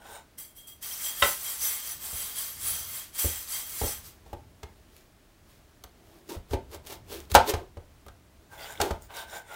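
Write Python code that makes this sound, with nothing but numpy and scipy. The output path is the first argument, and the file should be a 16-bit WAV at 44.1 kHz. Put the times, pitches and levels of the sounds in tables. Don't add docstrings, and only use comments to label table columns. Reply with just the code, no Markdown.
import sys
import numpy as np
from scipy import signal
from scipy.fft import rfft, irfft
from scipy.io import wavfile
from scipy.ndimage import uniform_filter1d

SR = 44100
rng = np.random.default_rng(int(sys.argv[2]) if len(sys.argv) > 2 else 0)


def put_to_file(sound):
    columns = np.atleast_2d(sound).T
    safe = np.clip(columns, -1, 1)
    whole_steps = np.round(safe * 32767)
    wavfile.write(sys.argv[1], SR, whole_steps.astype(np.int16))


N = 421155

# peak time in seconds, treble level in dB, rise and fall in seconds.
METAL_SHAKES = [(.385, -38, 0.0083, 0.12), (.572, -46.5, 0.027, 0.12), (.675, -43, 0.0091, 0.1),
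                (.83, -36, 0.016, 0.67), (.92, -35.5, 0.053, 0.15), (1.063, -30, 0.16, 0.14),
                (1.277, -26, 0.17, .15), (1.492, -31, 0.22, .18), (1.646, -26, 0.083, 0.25),
                (1.906, -35, 0.31, 0.1), (2.045, -35.5, 0.076, 1), (2.19, -32, 0.2, 0.3),
                (2.385, -30.5, 0.071, 0.22), (2.679, -27, 0.11, 0.24), (2.978, -35.5, 0.31, 0.12),
                (3.16, -36.5, 0.034, .2), (3.193, -24.5, 0.022, 0.28), (3.34, -37, 0.22, .047),
                (3.542, -29.5, .1, .16), (3.881, -29.5, 0.3, 0.12), (4.07, -45, 0.087, 0.077)]
# pitch in Hz, level in dB, seconds to fade by 60 dB (called t60).
COUNTER_NOTES = [(52, -3, .12), (74, 0, .14), (130, -7, .07), (200, -10, .06)]


def cut():
    # peak time in seconds, level in dB, rise and fall in seconds, creak in dB above the tear.
    knife_slips = [(4.265, -66, 0.02, 0.16, 5), (4.97, -60.5, 0.091, 0.1, -14), (5.5, -63, 0.049, 0.15, -4),
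                   (6.17, -65.5, 0.27, 0.11, 6), (6.292, -43, 0.004, 0.09, 2.5),
                   (6.351, -47, 0.085, 0.019, 3), (6.535, -45.5, 0.045, 0.024, 6),
                   (6.745, -45, 0.044, 0.033, 5.5), (6.865, -46, 0.0053, .1, -7),
                   (6.924, -43, 0.078, 0.051, 1.5), (7.125, -43, 0.053, 0.12, 1),
                   (7.303, -45.5, 0.006, 0.036, 1), (7.346, -25, 0.0075, 0.0068, -3.5),
                   (7.482, -39.5, 0.018, .008, -4), (7.498, -29, 0.042, 0.027, 1),
                   (7.565, -50, 0.0034, 0.016, -1), (7.58, -61.5, 0.044, 0.071, 18),
                   (8.83, -43, 0.039, 0.12, 9)]
    # frequency in Hz, level in dB.
    tear_tone = [(700, -31.5), (1000, -10.5), (3580, -3.5), (9280, -9), (16000, -7)]
    # pitch in Hz, width in Hz, level in dB.
    creak_notes = [(365.5, 80, 5), (599, 40, -1.5), (799, 180, -7), (1010, 70, -5.5)]
    tear_db, creak_db = strokes(knife_slips, round_top=1.61)
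    tear = colour(grit(spread_db=2.5, grain_s=0.00089), tear_tone)
    creak = body(grit(spread_db=1.5, grain_s=.003), creak_notes, wander_db=4.0, wander_rate=8, drift=.1)
    return undb(tear_db) * (tear + undb(creak_db) * creak)


def knocks():
    # start in seconds, strength in dB, thump and crack offsets in dB, hardness in dB per octave.
    blows = [(2.129, -41.5, 4, 8, -11), (3.243, -26, 5.5, -6, -27), (3.812, -23, -3, -12, -6.5),
             (3.834, -23.5, -1.5, -5, -18), (4.261, -44, -10, -10, 0), (4.329, -29.5, -3.5, -1.5, -8),
             (4.63, -32.5, -4.5, 1, 5.5), (5.838, -41, -6, 13, 14), (6.365, -43.5, 13.5, -17, 3),
             (6.509, -42.5, 14, -3, 13), (6.532, -16, -6, -14, -15.5), (7.315, -36.5, 10, 23.5, 14.5),
             (7.349, -2, -19, -2, 4), (7.363, -12, -16, -18.5, -2.5), (7.536, -22.5, -2, -26, 3.5),
             (7.769, -36.5, 2, -20.5, -4), (8.063, -40, -4, 6, 3), (8.082, -41, -2, -25, 9.5),
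             (8.8, -17, -12.5, -5, -1), (8.813, -23, -17, 15, 11.5), (8.906, -23.5, -1.5, -18, -2)]
    # pitch in Hz, level in dB, fade time in seconds.
    board_notes = [(567, -7, .09), (682, -9, .08), (838, 0, .11), (905, -1, .11), (1042, -7, .08),
                   (1340, -10, .07), (1534, -9, .06)]
    squash_notes = [(250, -9, .05), (366, -3, 0.042), (460, -3, 0.051), (594, -3.5, 0.049), (748, 1, 0.058),
                    (1245, -3.5, 0.044), (1540, -7, 0.052)]
    out, t = np.zeros(N), np.arange(int(.3 * SR)) / SR
    for s, db, thump_db, crack_db, tilt_db in blows:
        noise = rng.standard_normal(len(t))
        free = np.clip(1.5 + db / 40, .3, 1)
        board_db = 1.24 * db
        add(out, s, undb(board_db) * ring(board_notes, tilt_db, noise, free=free))
        add(out, s, undb(db - 1.5) * ring(squash_notes, tilt_db / 2, noise[50:], detune=.05))
        overtones = crunch(noise, tilt_db, low_t60=0.062 * free, high_t60=0.02 * free)
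        add(out, s, undb(db + tilt_db / 2 + 2.0) * overtones)
        add(out, s, undb(db + thump_db) * ring(COUNTER_NOTES, 0, noise, detune=0.039, push_s=0.011))
        crack = np.diff(noise, prepend=0) * np.exp(-t / 0.0066) * np.clip(t / 0.0017, 0, 1)
        add(out, s, undb(db + crack_db - 17.5) * crack)
    return out


def crunch(noise, tilt_db, low_t60, high_t60):
    t = np.arange(len(noise)) / SR
    low = signal.lfilter(*signal.butter(1, [400, 2600], "band", fs=SR), noise) * 1000 ** (-t / low_t60)
    high = signal.lfilter(*signal.butter(1, [2600, 8000], "band", fs=SR), noise) * 1000 ** (-t / high_t60)
    return (low + undb(2 * tilt_db - 14.0) * high) * np.clip(t / 0.0043, 0, 1)


def draw_blade():
    # peak time in seconds, level in dB, rise and fall in seconds,
    # treble and upper-note offsets in dB, pitch ratio.
    pulls = [(.14, -48, 0.14, .09, 0.5, -11, 0.99), (8.53, -49.5, 0.032, .2, -3.5, -16, 1.03),
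             (8.63, -44, 0.097, 0.23, -1.5, -5, .97), (8.72, -43.5, .16, 0.058, -3, -11.5, 1.046),
             (9.03, -62, 0.034, 0.082, 7, -12, 0.94), (9.12, -46.5, .035, 0.095, -7, -14, 1.03),
             (9.19, -38.5, 0.089, 0.076, -2.5, -6, 1.01), (9.36, -41.5, 0.11, 0.067, -2, -9.5, 0.99),
             (9.54, -43, 0.098, 0.12, -5, -8, 0.95)]
    # pitch in Hz, width in Hz, level in dB.
    low_notes = [(675, 400, 2), (940, 62, -4.5), (1508, 78, 7)]
    upper_notes = [(2150, 290, -10.5), (2913, 200, -15), (3640, 300, -9)]
    # frequency in Hz, level in dB.
    wet_tone = [(4000, -37), (5000, 3.5), (16000, 1)]
    rub_db, treble_db, upper_db, pitch = strokes(pulls, round_top=1.7)
    pitch = uniform_filter1d(pitch, SR // 10)
    slips = grit(spread_db=2.0, grain_s=.002)
    focused = sum(resonate(slips, hz, 3 * width) for hz, width, _ in low_notes + upper_notes)
    hollow = body(focused, low_notes, wander_db=3.0, wander_rate=14, drift=.02, pitch=pitch)
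    upper = body(focused, upper_notes, wander_db=4.0, wander_rate=12, drift=.04, pitch=pitch)
    wet = colour(grit(spread_db=2.0, grain_s=0.001), wet_tone)
    bands = [(hz, 200, 0) for hz in rng.uniform(4200, 15300, size=12)]
    singing = body(slips, bands, wander_db=9.0, wander_rate=20)
    treble = undb(-6) * wet + undb(-6.5) * singing
    return undb(rub_db) * (hollow + undb(upper_db) * upper + undb(treble_db) * treble)


def jingle():
    # pitch in Hz, width in Hz, level in dB.
    metal_notes = [(2084, 130, -9), (3235, 66, -2), (4660, 190, -8), (6000, 170, -2.5), (7590, 110, -1.5),
                   (8660, 66, -3), (10210, 42, 6), (11550, 61, 5), (13700, 310, 3), (15230, 280, 2)]
    # frequency in Hz, level in dB.
    hiss_tone = [(6700, -53), (7000, -8), (7700, 6.5), (16000, 1.5)]
    scrape_tone = [(300, -18.5), (750, -8), (1130, -4.5), (2660, -5.5), (3650, -3.5), (6800, -2),
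                   (8000, -32)]
    treble_db, = strokes(METAL_SHAKES, round_top=1.28)
    sliding_db = np.minimum(-43 + 0.7 * (treble_db + 31.5), treble_db - 5.5)
    sliding = np.arange(N) / SR > 0.78
    scrape_db = np.where(sliding, sliding_db, treble_db - 15.5)
    slips = grit(spread_db=1.0, grain_s=.0006)
    rings = body(slips, metal_notes, wander_db=3.5, wander_rate=14, drift=.007)
    treble = colour(slips, hiss_tone) * undb(-5.5) + rings * undb(-5.0)
    scrape = colour(slips, scrape_tone)
    return undb(treble_db) * treble + undb(scrape_db) * scrape + clinks(treble_db - 5.0)


def clinks(level_db, count=700):
    out, t = np.zeros(N), np.arange(SR // 8) / SR
    first_s, last_s = METAL_SHAKES[0][0], METAL_SHAKES[-1][0]
    for when, pitch, softness, length in rng.random((count, 4)):
        s = first_s + when * (last_s - first_s)
        db = level_db[int(s * SR)] - 14 * softness
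        hz, t60 = 7200 + 8300 * pitch, 0.076 + 0.074 * length
        add(out, s, undb(db) * np.sin(2 * np.pi * hz * t) * 1000 ** (-t / t60))
    return out


def pings():
    # start in seconds, pitch in Hz, level in dB before the wobble, fade time in seconds.
    strikes = [(.575, 3250, -56, .5), (.685, 3250, -50, .3), (1.06, 3250, -40, .35), (.93, 5580, -41, .1),
               (3.88, 5450, -45, .45), (3.86, 7849, -41, .3), (3.86, 6245, -45, .4)]
    out, t = np.zeros(N), np.arange(SR // 2) / SR
    for s, hz, db, t60 in strikes:
        envelope = 1000 ** (-t / t60) * np.clip(t / 0.0062, 0, 1)
        add(out, s, undb(db) * np.sin(2 * np.pi * hz * t) * envelope)
    return out * undb(4.9 * walk(60))


def drawer_bang(start_s=1.222, db=-6):
    # pitch in Hz, level in dB, fade time in seconds.
    drawer_notes = [(556, -9.5, 0.086), (1026, -3.5, .07), (1322, -1, 0.087), (1481, -2.5, 0.076),
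                    (2000, -1, 0.077), (2460, -14, 0.018), (2760, -0.5, 0.086), (2890, 0, 0.036),
                    (3135, 4.5, 0.025), (3670, -0.5, 0.054)]
    out, noise = np.zeros(N), rng.standard_normal(int(.3 * SR))
    add(out, start_s, undb(db) * ring(drawer_notes, 0, noise, split=0.014))
    add(out, start_s, undb(db - 26.5) * ring(COUNTER_NOTES, 0, noise))
    add(out, start_s, undb(db - 6.0) * crunch(noise, tilt_db=-34.5, low_t60=0.17, high_t60=0.055))
    return out


def kitchen_echo(x, t60=0.25, db=-10):
    t = np.arange(int(.7 * SR)) / SR
    noise = rng.standard_normal(len(t))
    dull = signal.lfilter([.25], [1, -.75], noise)
    tail = dull * 1000 ** (-t / t60) + 0.071 * noise * 1000 ** (-t / 0.09)
    tail *= np.clip(t / 0.007, 0, 1)
    return signal.fftconvolve(x, tail / np.sqrt(np.sum(tail ** 2)))[:N] * undb(db)


def background():
    # frequency in Hz, level in dB.
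    room_tone = [(15, -35.5), (25, -1.5), (82, -4), (123, -9), (335, -10.5), (531, -18.5), (624, -13),
                 (754, -18.5), (14800, -33.5), (16000, -28)]
    # time in seconds, level in dB.
    rumble_levels = [(0, -66.5), (2.5, -61.5), (2.719, -46), (3.0, -66), (4.4, -56), (5.0, -66.5),
                     (6.2, -66.5), (6.6, -51.5), (7.6, -54), (8.2, -61.5), (9.55, -60.5)]
    hiss = colour(rng.standard_normal(N), room_tone) * undb(-59 + 1.5 * walk(4.8))
    rumble_notes = [(45.5, 33, -5.0), (73.4, 19, 12.0)]
    rumble = body(rng.standard_normal(N), rumble_notes, wander_db=-2.0, wander_rate=7.1)
    rumble_db = np.interp(np.arange(N) / SR, *np.transpose(rumble_levels))
    return hiss + undb(rumble_db) * rumble


def undb(db):
    return 10 ** (np.asarray(db) / 20)


def unit(x):
    return x / np.sqrt(np.mean(x ** 2))


def colour(x, points):
    hz, db = np.transpose(points)
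    bins_hz = np.arange(N // 2 + 1) * SR / N + 1e-3
    gain = undb(np.interp(np.log(bins_hz), np.log(hz), db, -90, -90))
    return unit(irfft(rfft(x) * gain, N))


def resonate(x, hz, width_hz):
    return signal.lfilter(*signal.iirpeak(min(hz, .45 * SR), hz / width_hz, SR), x)


def walk(rate):
    hold = int(SR / rate)
    steps = np.repeat(rng.standard_normal(N // hold + 1), hold)
    return uniform_filter1d(uniform_filter1d(steps, hold), hold)[:N]


def grit(spread_db, grain_s):
    hold = max(int(grain_s * SR), 1)
    size = np.repeat(undb(spread_db * rng.exponential(size=N // hold + 1)), hold)[:N]
    return unit(size * rng.standard_normal(N))


def body(x, notes, wander_db, wander_rate, drift=0., pitch=1.):
    out = 0
    for hz, width, db in notes:
        tone = unit(resonate(x, hz, width))
        if drift:
            speed = pitch + drift * walk(wander_rate)
            tone = np.interp(np.cumsum(speed) % (N - 1), np.arange(N), tone)
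        out = out + undb(db + wander_db * walk(wander_rate)) * tone * np.sqrt(width)
    return unit(out)


def ring(notes, tilt_db, chance, detune=0.012, free=1.0, split=.03, push_s=0.0038):
    hz, db, t60 = np.transpose(notes)[:, :, None]
    t = np.arange(int(2 * np.max(t60) * SR)) / SR
    size, sign, tune, apart = chance[:4 * len(notes)].reshape(4, -1, 1)
    gain = undb(db + tilt_db * np.log2(hz / 800) + 1.5 * size) * np.sign(sign)
    phase = 2 * np.pi * hz * (1 + detune * tune) * t
    twin_ratio = 1 + split * np.sign(apart) * (1 + np.abs(apart) / 2)
    pair = np.sin(phase) + 0.78 * np.sin(phase * twin_ratio)
    sound = np.sum(gain * pair * 1000 ** (-t / (free * t60)), axis=0)
    sound *= np.clip(t / push_s, 0, 1)
    return sound / np.max(np.abs(sound))


def strokes(rows, round_top):
    peak_s, db, rise, fall, *extras = np.transpose(rows)[:, :, None]
    t = np.arange(0, N / SR, .001)
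    distance = np.maximum((peak_s - t) / np.abs(rise), (t - peak_s) / np.abs(fall))
    levels = db - 20 * distance ** round_top
    loudest = np.argmax(levels, axis=0)
    curves = [np.maximum(np.max(levels, axis=0), -120)] + [extra[loudest, 0] for extra in extras]
    return [np.interp(np.arange(N) / SR, t, curve) for curve in curves]


def add(track, s, sound):
    i = int(s * SR)
    track[i:i + len(sound)] += sound[:N - i]


def scene():
    near = jingle() + pings() + cut() + draw_blade() + knocks() + drawer_bang()
    return np.tile(near + kitchen_echo(near) + background(), (2, 1))


def record(dry):
    return signal.sosfilt(signal.ellip(10, .2, 80, 15750, fs=SR, output="sos"), np.clip(dry, -1, 1))


dry = scene()
out = record(dry)
put_to_file(out)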